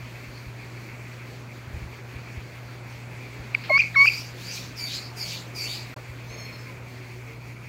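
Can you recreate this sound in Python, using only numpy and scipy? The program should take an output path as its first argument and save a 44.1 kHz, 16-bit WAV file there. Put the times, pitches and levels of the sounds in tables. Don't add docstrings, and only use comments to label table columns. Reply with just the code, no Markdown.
import sys
import numpy as np
from scipy import signal
from scipy.fft import rfft, irfft
from scipy.io import wavfile
from scipy.ndimage import uniform_filter1d

SR = 44100
rng = np.random.default_rng(int(sys.argv[2]) if len(sys.argv) > 2 else 0)


def nominal_scale(level):
    x = np.asarray(level, float) / 20
    return 10 ** x


def to_wav(s):
    ch = np.atleast_2d(s).T
    pcm = np.round(np.clip(ch, -1, 1) * 32767)
    wavfile.write(sys.argv[1], SR, pcm.astype(np.int16))


N = 338688
T = np.arange(N) / SR

# time_s, pitch_hz, level_db
SQUEAKS = [
    [(3.694, 2310, -42), (3.701, 2170, -21), (3.708, 2112, -24), (3.72, 2165, -20.5), (3.74, 2186, -16.5),
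     (3.762, 2218, -14), (3.774, 2270, -16.5), (3.7785, 2250, -22)],
    [(3.957, 2300, -33), (3.962, 2225, -17), (3.97, 2178, -14.5), (3.988, 2215, -15), (4.009, 2225, -11),
     (4.029, 2236, -11.5), (4.0405, 2280, -21), (4.0505, 2268, -12.5), (4.057, 2300, -21)],
]
# time_s, pitch_hz, level_db
GULPS = [
    [(3.693, 740, -49.5), (3.697, 775, -25), (3.702, 593, -40), (3.705, 660, -18.5), (3.712, 587, -21.5),
     (3.717, 593, -27.5), (3.723, 590, -52)],
    [(3.676, 1910, -50), (3.684, 1550, -48), (3.691, 1260, -41)],
    [(3.944, 2015, -38.5), (3.95, 1760, -31.5), (3.955, 1396, -31.5), (3.96, 1140, -29.5)],
]
# start_s, hold_ms, from_hz, to_hz, level_db
CHIRPS = [
    [(3.7812, 1, 2470, 2460, -20), (3.7845, 2.2, 2300, 2400, -26), (3.7905, .6, 2650, 2600, -22),
     (3.7925, 7.5, 2370, 2400, -14.5), (3.8015, 1.5, 2470, 2450, -11), (3.8055, 3.5, 2560, 2630, -14.5),
     (3.8175, 3.5, 2450, 2190, -23.5), (3.8232, .8, 2470, 2400, -26), (3.8265, 4.5, 2360, 2420, -29),
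     (3.8365, 1.5, 2430, 2410, -25), (3.842, 2.2, 2390, 2370, -26), (3.8475, 2.2, 2370, 2380, -29),
     (3.860, 2.2, 2480, 2440, -28), (3.872, 4.5, 2240, 2250, -31)],
    [(4.060, 1.8, 2480, 2570, -18), (4.0643, .6, 2420, 2400, -21), (4.0675, 2.5, 2850, 2680, -21),
     (4.072, 1.5, 2570, 2460, -13), (4.0745, 2.2, 2390, 2390, -15.5), (4.0778, 4.7, 2410, 2510, -12),
     (4.0855, 3.5, 2560, 2690, -13), (4.0987, .7, 2500, 2480, -22), (4.1032, 1.2, 2400, 2380, -25),
     (4.112, 2.2, 2360, 2370, -28), (4.1185, 1.5, 2470, 2480, -29), (4.124, 2.2, 2460, 2440, -27),
     (4.136, 2.2, 2330, 2320, -29), (4.157, 2.5, 2340, 2370, -30)],
]
# start_s, length_s, pitch_hz, peak_db, breath_db
AFTERGLOWS = [
    (3.806, 0.16, 2340, -26, -46),
    (4.096, .16, 2420, -30.5, -67),
]

# time_s, octave_hz, voice_db, airflow_db
RISING_SQUEALS = [
    [(3.97, 4540, -64, -57), (4.02, 4580, -50, -47.5), (4.065, 4670, -30.5, -48.5), (4.1, 4740, -34, -55),
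     (4.14, 4730, -34.5, -52), (4.19, 4840, -37, -52), (4.24, 4720, -48, -55.5), (4.33, 4850, -55, -65)],
    [(4.34, 4515, -74, -64), (4.42, 4520, -64, -53), (4.462, 4610, -47, -53), (4.49, 4780, -38, -55),
     (4.53, 4870, -48, -50), (4.565, 4420, -45, -47), (4.66, 4570, -53, -57), (4.74, 4540, -67, -71)],
]
# share_of_length, octave_hz, voice_db, airflow_db
DROP_SHAPE = [(0, 5180, -42, -22), (.035, 5050, -20, -6), (.065, 4887, -15, -1), (0.136, 4640, -6, 0.5),
              (.22, 4643, -1, -3), (.3, 4560, -5.5, -0.5), (.39, 4486, -10, -1.5), (.52, 4590, -7, -0.5),
              (.7, 4550, -19, -8.5), (1, 4530, -40, -27)]
# start_s, length_s, voice_db, airflow_db, staying_power_db
DROPPING_SQUEALS = [
    (4.754, 0.4, -29, -49.5, -2.5),
    (5.153, 0.35, -30.5, -47, -3),
    (5.538, 0.38, -28.5, -48, 0.5),
]
# start_s, length_s, from_hz, to_hz, peak_db
STREAKS = [(4.36, 0.067, 3300, 3900, -56), (4.375, .04, 5000, 5500, -57),
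           (4.45, 0.08, 4620, 4840, -43), (4.505, 0.071, 5100, 5320, -51),
           (4.545, .035, 3650, 3720, -47), (4.795, 0.059, 7000, 6650, -46),
           (4.865, 0.058, 3500, 3970, -41), (4.925, 0.07, 4030, 4220, -37),
           (4.94, 0.0306, 5130, 4940, -38), (5.195, 0.047, 4980, 4940, -36.5),
           (5.21, 0.057, 4380, 4330, -40), (5.553, 0.048, 4920, 4750, -39.5),
           (5.58, 0.08, 4670, 4560, -39), (5.66, .06, 4560, 4500, -41), (4.8, .09, 4720, 4530, -38),
           (5.56, 0.106, 5650, 5360, -47), (5.21, .05, 6600, 6700, -49),
           (3.962, .03, 5450, 5580, -42), (4.075, 0.0099, 4800, 4500, -29.5),
           (3.692, .012, 4500, 4250, -42), (5.32, .065, 4400, 4240, -46),
           (5.635, 0.054, 2540, 2940, -43), (5.68, 0.049, 3600, 3730, -41),
           (5.73, .045, 5050, 5000, -44), (3.772, .013, 4700, 5000, -36),
           (3.817, 0.0089, 4500, 4300, -40)]
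# start_s, length_s, from_hz, to_hz, peak_db
MOUTH = [(3.772, 0.042, 5200, 6000, -43.5), (3.94, 0.022, 3500, 3840, -45.5), (4.0, 0.12, 4500, 5420, -40),
         (4.49, 0.098, 5550, 6300, -42), (5.3, 0.15, 6230, 6900, -53), (5.62, .14, 6630, 6900, -52),
         (4.4, .12, 6340, 7300, -58), (4.08, .2, 4730, 5480, -43), (4.36, 0.36, 3400, 6020, -46.5),
         (4.47, 0.26, 3030, 4050, -51), (4.76, 0.067, 5470, 4880, -40.5), (4.86, .17, 3500, 4330, -40),
         (4.87, .12, 2800, 3300, -44), (4.98, .13, 4540, 4780, -45), (4.93, 0.084, 4760, 4750, -41),
         (5.16, 0.12, 5400, 4840, -44), (5.22, .24, 2766, 4090, -44), (5.545, 0.17, 5630, 4960, -49),
         (5.655, 0.19, 2910, 4300, -43.5), (5.71, 0.15, 4760, 4550, -46), (3.775, 0.048, 2920, 3100, -44.5),
         (5.36, 0.154, 3300, 3400, -59), (5.37, 0.1, 4490, 4400, -55), (5.82, .13, 3580, 4200, -56)]
# frequency_hz, level_db (per Hz)
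BREATH_COLOUR = [(1500, -27), (2400, 4), (3500, -8), (4600, 1), (5800, -4), (6900, -4), (8000, -10),
                 (9000, -43)]

# time_s, pitch_hz
MEW_PITCH = [(6.28, 996), (6.31, 1054), (6.335, 1074), (6.4, 1075), (6.5, 1067), (6.56, 1068),
             (6.585, 1045), (6.66, 1038)]
MEW_ORDERS = (4, 5, 6, 1, 2, 9, 11, 3)
# start_s, full_s, fade_s, gone_s, level_db
MEW_PARTIALS = [
    (6.295, 6.39, 6.465, 6.7, -46),
    (6.295, 6.39, 6.44, 6.74, -51),
    (6.265, 6.335, 6.4, 6.53, -50),
    (6.1, 6.43, 6.55, 6.9, -57),
]
# time_s, change_db
MEW_CATCHES = [(6.37, -12), (6.478, -7), (6.51, -11), (6.54, -3), (6.585, -5)]
# start_s, length_s, from_hz, to_hz, peak_db
MEW_END = [
    (6.66, 0.067, 1057, 985, -49),
]

# time_s, peak_db, start_hz, rise_ms, fall_ms
TICKS = [
    (3.5445, -23, 2570, 1.4, 1.3),
    (3.5483, -6.5, 2460, 1.6, 1.35),
    (3.5535, -24.5, 2200, 0.67, 1.7),
    (3.638, -35, 1800, .5, .8),
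    (3.7778, -18.5, 1560, 0.87, 0.65),
    (4.0568, -15.5, 1510, .7, .6),
]
# frequency_hz, level_db (per Hz)
SNAP_COLOUR = [(700, -13), (1300, 1), (3700, -8), (6000, -12), (8000, -36)]
# time_s, level_db
SCUFF = [(3.638, -38), (3.645, -42), (3.662, -38.5), (3.675, -44), (3.691, -44)]
# frequency_hz, level_db (per Hz)
SCUFF_COLOUR = [(600, -18), (1500, -5.0), (2300, 2.0), (3200, -6.0), (4400, -9.5), (5500, -16)]
# time_s, peak_db, pitch_hz, fall_ms
BUMPS = [(0.469, -32, 61.9, 14.0), (1.677, -35, 91, 16), (1.74, -24, 67.3, 10), (1.767, -26, 74, 10),
         (1.826, -27, 58.3, 14), (1.857, -31, 76, 14.0), (2.158, -30, 78.1, 17), (2.379, -23.5, 79, 6.3),
         (3.399, -31, 64, 14.0), (0.28, -39, 55, 16), (3.77, -38, 50, 18), (6.3, -41, 55, 16),
         (6.099, -32, 72.7, 16)]
# time_s, frequency_hz, level_db
RUSTLE = [
    [(5.963, 590, -40), (5.978, 650, -43), (6.0, 454, -53), (6.04, 448.3, -65)],
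    [(5.36, 720, -58), (5.5, 698, -55), (5.72, 678, -52)],
    [(6.27, 451, -56), (6.33, 498, -55), (6.4, 700, -52), (6.47, 498, -59)],
    [(5.0, 800, -56), (5.1, 701, -53), (5.33, 794, -59)],
]
# time_s, change_db
HAND_STILL = [(0, 0.5), (4.2, -2), (4.5, 0), (5.8, -2), (6.0, 0.5), (7.68, 0)]

# pitch_hz, level_db
HUM = [
    (120.1, -41.5),
    (61, -60.5),
]
# start_s, length_s, from_hz, to_hz, peak_db
DRONES = [(3.55, 0.47, 169.2, 168.6, -50), (4.38, 0.29, 193, 185, -53), (5.22, 0.23, 165, 167, -49),
          (6.85, 0.33, 383, 361, -55), (7.25, 0.14, 453, 457, -53), (6.29, .1, 451, 455, -51),
          (6.77, .06, 508, 505, -56), (7.15, 0.054, 372, 376, -50)]
# time_s,
# change_db
LULLS = [(0.17, 1), (0.36, 0), (0.55, -3), (0.72, -1.5), (0.96, -2), (1.21, -2.5), (1.47, -5.5), (1.68, -3),
         (1.87, -2.5), (2.03, -4.5), (2.25, -3.5), (2.45, -2.5), (2.65, -3.5), (2.83, -6), (3.07, -4),
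         (3.28, -0.5), (3.62, 2.5), (3.74, 9), (5.91, 3), (6.24, -2), (6.59, 1.5), (6.81, -6.5),
         (7.02, -2.5), (7.22, -3), (7.39, -5.5), (7.58, -5.5), (7.67, -1)]
# time_s, change_db
FAN_LOAD = [(0, -0.5), (1.1, 0.5), (1.5, -1), (2.3, -1.5), (3.2, 2.5), (3.6, -6), (5.1, -2.5), (6, -3.5),
            (6.3, 1.5), (6.5, 2.2), (6.62, -6), (6.69, 3.5), (7, 0), (7.68, 2.5)]
# time_s, level_db
AIR_LEVEL = [(0.0, -45), (4.1, -44.5), (5.9, -44.5), (6.1, -46.5), (6.35, -44), (6.7, -45), (6.9, -46),
             (7.68, -47.5)]
# frequency_hz, level_db (per Hz)
AIR_COLOUR = [(88, -43), (150, -3.5), (206, -3), (243, -1), (339, -4.5), (368, -1.5), (465, -7.5),
              (505, -5.5), (753, -10), (875, -9), (1260, -11), (2370, -9.5), (2950, -16.5), (4390, -21.5),
              (8000, -27.5), (10400, -82), (17600, -120)]
# frequency_hz, level_db (per Hz)
RUMBLE_COLOUR = [(25, -29), (45, -13.5), (60, -12), (90, -10.5), (150, -11), (220, -23)]
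# frequency_hz, level_db (per Hz)
HISS_COLOUR = [(4120, -7), (7000, -0.5), (7670, -17), (8330, -3.5), (8950, -10), (10200, -6.5),
               (11750, -13), (12050, -4.5), (15100, -6), (15800, -7)]

# low_hz, high_hz
THINNED_HZ = (8300, 11900)
# start_s, end_s
DROPOUT_S = (5.9422, 5.962)


def squeaks():
    half_db, half_follows, octave_db, octave_late_s = -22.5, 0.46, -18, 0.0053
    out = np.zeros(N)
    for rows in SQUEAKS:
        i, gate, (hz, db) = columns(rows)
        since = T[i] - rows[0][0]
        late = np.clip(since / octave_late_s - 0.5, 0, 1) * nominal_scale(np.minimum(90 * since - 4.5, 0))
        half = nominal_scale(half_db + half_follows * db)
        out[i] += gate * whistle(hz, nominal_scale(db), half, late * nominal_scale(db + octave_db))
    return out + chirps() + glides(GULPS, 100, rough=0.053, fade_s=0.0019)


def chirps():
    rise_db_per_ms, fall_db_per_ms, tail_s, octave_db = 8, 13, 0.0043, -21
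    out = np.zeros(N)
    for rows in CHIRPS:
        pitch = []
        for s, hold_ms, from_hz, to_hz, _ in rows:
            pitch += [(s, from_hz), (s + hold_ms / 1e3, to_hz)]
        last_s, last_hz = pitch[-1]
        i, gate, (hz,) = columns(pitch + [(last_s + tail_s, last_hz)], fade_s=0.002)
        levels = []
        for s, hold_ms, _, _, top_db in rows:
            ms = (T[i] - s) * 1e3
            fall = np.maximum(fall_db_per_ms * (ms - hold_ms), 0)
            rise = np.maximum(-rise_db_per_ms * ms, 0)
            levels.append(top_db - fall - rise)
        db = uniform_filter1d(np.max(levels, axis=0), size=40)
        out[i] += gate * whistle(hz, nominal_scale(db), 0, nominal_scale(db + octave_db))
    return out


def whistle(hz, main, half, octave):
    phase = 2 * np.pi * np.cumsum(hz) / SR
    odd = np.sin(phase / 2) + nominal_scale(-29) * smeared(5 * phase / 2, 150, rough=0.25)
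    past_port_db = -np.maximum(2 * hz - 4850, 0) / 35
    upper = nominal_scale(past_port_db) * smeared(2 * phase, 350, rough=0.1)
    upper = upper + nominal_scale(-24) * smeared(3 * phase, 400, rough=0.8)
    rasp = main * nominal_scale(-34.5) * smeared(1.1 * phase, 2500, rough=1)
    return np.sqrt(2) * (main * np.sin(phase) + half * odd) + octave * upper + rasp


def squeals():
    low_offset_db, low_sinks_db_per_s = -4.5, 45
    breath_opens_s, breath_gains_db = 0.15, 9
    hoarse_after_s = 0.15
    out = np.zeros(N)
    breath = patchy(coloured(BREATH_COLOUR), flicker_db=3.5, rate_hz=30)
    hiss = coloured(HISS_COLOUR)
    for rows in RISING_SQUEALS + dropping_squeals():
        i, gate, (octave_hz, octave_db, flow_db) = columns(rows, fade_s=0.006)
        since = T[i] - rows[0][0]
        low_db = octave_db + low_offset_db - low_sinks_db_per_s * np.minimum(since, 0.2)
        breath_db = flow_db + breath_gains_db * np.clip(since / breath_opens_s, 0, 1) ** 1.5
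        phase = np.pi * np.cumsum(octave_hz) / SR
        hoarse = 0.38 + 0.42 * since / hoarse_after_s
        voice = nominal_scale(low_db) * smeared(phase, 510, rough=0.53)
        voice += nominal_scale(octave_db - 2.0) * smeared(2 * phase, 490, rough=hoarse)
        upper = nominal_scale(-23.0) * smeared(3 * phase, 500, rough=0.74)
        upper += nominal_scale(-25.5) * smeared(4 * phase, 700, rough=0.95)
        upper += nominal_scale(-21.5) * smeared(5 * phase, 800, rough=1.0)
        air = nominal_scale(breath_db) * breath[i] + nominal_scale(flow_db) * hiss[i]
        out[i] += gate * (voice + nominal_scale(octave_db) * upper + air)
    streaks = arcs(STREAKS, full=0.24, fades=0.94, edge_db=-17, bend=1.2)
    mouth = arcs(MOUTH, full=0.33, fades=0.66, edge_db=-13.5, bend=0.54)
    out += glides(streaks, 450, rough=0.62, fade_s=0.008)
    out += glides(mouth, 1200, rough=0.99, fade_s=0.01)
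    return out + afterglows(breath, hiss)


def dropping_squeals():
    calls = []
    for s, long, voice_db, flow_db, stay_db in DROPPING_SQUEALS:
        calls.append([(s + u * long, hz, voice_db + a + stay_db * min(u / 0.34, 1) ** 2, flow_db + b)
                      for u, hz, a, b in DROP_SHAPE])
    return calls


def afterglows(breath, hiss):
    rise_s, fall_db_per_s = 0.0047, 193
    out = np.zeros(N)
    for s, long, hz, db, breath_db in AFTERGLOWS:
        swell = [(s, -11), (s + rise_s, 0), (s + long, -fall_db_per_s * long)]
        i, gate, (less_db,) = columns(swell, fade_s=0.006)
        phase = 2 * np.pi * hz * T[i]
        rattle = smeared(phase, 510, rough=1.0) + nominal_scale(-17.5) * smeared(2 * phase, 420, rough=0.8)
        air = nominal_scale(breath_db + 0.49 * less_db) * breath[i] + nominal_scale(breath_db - 16.0) * hiss[i]
        out[i] += gate * (nominal_scale(db + less_db) * rattle + air)
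    return out


def mew():
    edge_db, fourth_ends_s = -13, 6.58
    i, gate, (hz,) = columns(MEW_PITCH, fade_s=0.009)
    phase = 2 * np.pi * np.cumsum(hz) / SR
    catch_db = sum(db * np.exp(-((T[i] - s) / 0.011) ** 2) for s, db in MEW_CATCHES)
    swell_db = (2 * edge_db, edge_db, 0, 0, edge_db, 2 * edge_db)
    lifted = []
    for *times, db in MEW_PARTIALS:
        corners = [times[0] - 0.01, *times, times[-1] + 0.02]
        lifted.append(db + catch_db + np.interp(T[i], corners, swell_db))
    db4, db5, db6, db1 = lifted
    db4 = db4 - np.clip((T[i] - fourth_ends_s) * 800, 0, 20)
    levels_db = [db4, db5, db6, db1, db4 - 12, db5 - 22, db4 - 20, db5 - 10]
    last_note = arcs(MEW_END, full=0.49, fades=0.55, edge_db=-9, bend=1)
    out = glides(last_note, 60, rough=0.12, fade_s=0.0094)
    for k, db in zip(MEW_ORDERS, levels_db):
        out[i] += gate * nominal_scale(db) * smeared(k * phase, 160, rough=0.38)
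    return out


def knocks(rows, sag, octave_db):
    out, t = np.zeros(N), np.arange(SR // 8) / SR
    for s, db, hz, rise_ms, fall_ms in rows:
        rise = np.sin(np.pi / 2 * t * 1e3 / rise_ms)
        fall = np.exp((rise_ms - t * 1e3) / fall_ms)
        shape = np.where(t < rise_ms / 1e3, rise, fall)
        phase = 2 * np.pi * hz * t * (1 - sag * t)
        ring = np.sin(phase) + nominal_scale(octave_db) * shape * np.sin(2 * phase)
        k = int(s * SR)
        out[k:k + len(t)] += nominal_scale(db) * shape * ring
    return out


def snap():
    time_s, level_db, fall_ms = 3.549, -35, 1
    return nominal_scale(level_db) * np.exp(-((T - time_s) * 1e3 / fall_ms) ** 2) * coloured(SNAP_COLOUR)


def scuff():
    i, gate, (db,) = columns(SCUFF, fade_s=0.0015)
    out = np.zeros(N)
    out[i] = gate * nominal_scale(db) * coloured(SCUFF_COLOUR)[i]
    return out


def hand_bumps():
    rows = [(s - 0.006, db, hz, 7.0, fall_ms) for s, db, hz, fall_ms in BUMPS]
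    return knocks(rows, sag=1.6, octave_db=-10.0)


def corner(x):
    t60_s, level_db, gap_s = 0.39, -22, 0.043
    t = np.arange(SR // 2) / SR
    tail = rng.standard_normal(len(t)) * np.exp(-np.log(1000) * t / t60_s) * (t > gap_s)
    tail = signal.sosfilt(signal.butter(2, 1700, "highpass", fs=SR, output="sos"), tail)
    return x + nominal_scale(level_db) * signal.fftconvolve(x, tail / np.sqrt(np.sum(tail ** 2)))[:N]


def background():
    lull_db = throb(0.056)
    hum = sum(nominal_scale(db) * smeared(2 * np.pi * hz * T, 27, rough=0.035) for hz, db in HUM)
    rumble = nominal_scale(-51 + curve(HAND_STILL) + 0.88 * wobble(8, count=N)) * coloured(RUMBLE_COLOUR)

    air = patchy(coloured(AIR_COLOUR), flicker_db=1.49, rate_hz=20.0)
    air = nominal_scale(curve(AIR_LEVEL) - 0.5) * above(air, 1510, nominal_scale(0.64 * lull_db))

    port_db = -51 + curve(FAN_LOAD) + 1.2 * lull_db + 3.1 * wobble(34, count=N)
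    port = nominal_scale(port_db) * smeared(2 * np.pi * 2300 * T, 720, rough=0.99)
    octave_db = -61.0 + 0.74 * lull_db + 2.4 * wobble(14, count=N)
    port_octave = nominal_scale(octave_db) * smeared(2 * np.pi * 4450 * T, 990, rough=0.89)

    hiss_top = nominal_scale(0.31 * lull_db + 0.91 * wobble(20, count=N))
    hiss_db = -61 + 0.25 * curve(FAN_LOAD) + 0.62 * lull_db
    hiss = nominal_scale(hiss_db) * above(coloured(HISS_COLOUR), 11500, hiss_top)

    drones = arcs(DRONES, full=0.26, fades=0.91, edge_db=-12.0, bend=1.0)
    motor = glides(drones, 25.2, rough=0.087, fade_s=0.03)
    rustle = glides(RUSTLE, 1400, rough=0.8, fade_s=0.00183)
    return hum + rumble + air + port + port_octave + hiss + motor + rustle


def throb(width_s):
    out = np.zeros(N)
    for s, db in LULLS:
        i = slice(int(s * SR) - SR // 8, int(s * SR) + SR // 8)
        out[i] += db * np.exp(-((T[i] - s) / width_s) ** 2)
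    return out


def columns(rows, fade_s=0.0029):
    s, *cols = np.transpose(rows)
    i = slice(int((s[0] - fade_s) * SR), int((s[-1] + fade_s) * SR))
    gate = np.clip(np.minimum(T[i] - s[0], s[-1] - T[i]) / fade_s + 1, 0, 1)
    return i, gate, [np.interp(T[i], s, c) for c in cols]


def curve(rows):
    return np.interp(T, *np.transpose(rows))


def coloured(points):
    hz, db = np.transpose(points)
    f = np.maximum(np.fft.rfftfreq(N, 1 / SR), 1)
    gain = nominal_scale(np.interp(np.log(f), np.log(hz), db, left=-80, right=-80))
    x = irfft(rfft(rng.standard_normal(N)) * gain, N)
    return x / x.std()


def wobble(width_hz, count):
    k = max(int(SR / width_hz), 1)
    x = uniform_filter1d(uniform_filter1d(rng.standard_normal(count), k), k)
    return x * np.sqrt(3 * k / 2)


def smeared(phase, width_hz, rough):
    n, rough = len(phase), np.clip(rough, 0, 1)
    shake = (wobble(width_hz, count=n) + 1j * wobble(width_hz, count=n)) / np.sqrt(2)
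    steady_and_rough = np.sqrt(1 - rough) + np.sqrt(rough) * shake
    return np.sqrt(2) * (steady_and_rough * np.exp(1j * phase)).imag


def glides(tables, width_hz, rough, fade_s):
    out = np.zeros(N)
    for rows in tables:
        i, gate, (hz, db) = columns(rows, fade_s)
        out[i] += gate * nominal_scale(db) * smeared(2 * np.pi * np.cumsum(hz) / SR, width_hz, rough)
    return out


def arcs(rows, full, fades, edge_db, bend):
    shape = ((0, edge_db), (full, 0), (fades, 0), (1, edge_db))
    return [[(s + u * long, a + (b - a) * u ** bend, db + less) for u, less in shape]
            for s, long, a, b, db in rows]


def patchy(x, flicker_db, rate_hz, count=16):
    place = np.log2(np.maximum(np.fft.rfftfreq(N, 1 / SR), 1) / 150) * count / 7
    place = np.clip(place, 0, count)
    lines = rfft(x)
    out = np.zeros(N)
    for k in range(count + 1):
        band = irfft(lines * np.clip(1 - abs(place - k), 0, 1), N)
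        out += band * nominal_scale(flicker_db * wobble(rate_hz, count=N))
    return out


def above(x, hz, gain):
    high = irfft(rfft(x) * np.clip((np.fft.rfftfreq(N, 1 / SR) / hz - 1) * 10, 0, 1), N)
    return x + (gain - 1) * high


def mottled(x, depth_db, size=1024):
    f, _, z = signal.stft(x, SR, nperseg=size)
    chance = uniform_filter1d(rng.standard_normal(z.shape), size=3, axis=0)
    chance = uniform_filter1d(chance, size=2, axis=1)
    inside = (f > THINNED_HZ[0]) & (f < THINNED_HZ[1])
    change_db = depth_db * inside[:, None] * np.minimum(chance / chance.std(), 0.4)
    return signal.istft(z * nominal_scale(change_db), SR, nperseg=size)[1][:N]


def scene():
    ticks = knocks(TICKS, sag=15.0, octave_db=-23.0)
    near = corner(squeaks() + ticks + snap() + scuff())
    return (near + squeals() + mew() + hand_bumps() + background())[None]


def band_limit(x):
    return signal.sosfilt(signal.butter(12, 16680, fs=SR, output="sos"), x)


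def record(dry):
    start, end = DROPOUT_S
    gate = np.clip(np.maximum((start - T) / 0.0003, (T - end) / 0.002), 0, 1)
    bass_cut = signal.butter(2, 42, "highpass", fs=SR, output="sos")
    mix = signal.sosfilt(bass_cut, mottled(dry[0], depth_db=10.0))[None] * gate
    return band_limit(mix)


dry = scene()
out = record(dry)
to_wav(out)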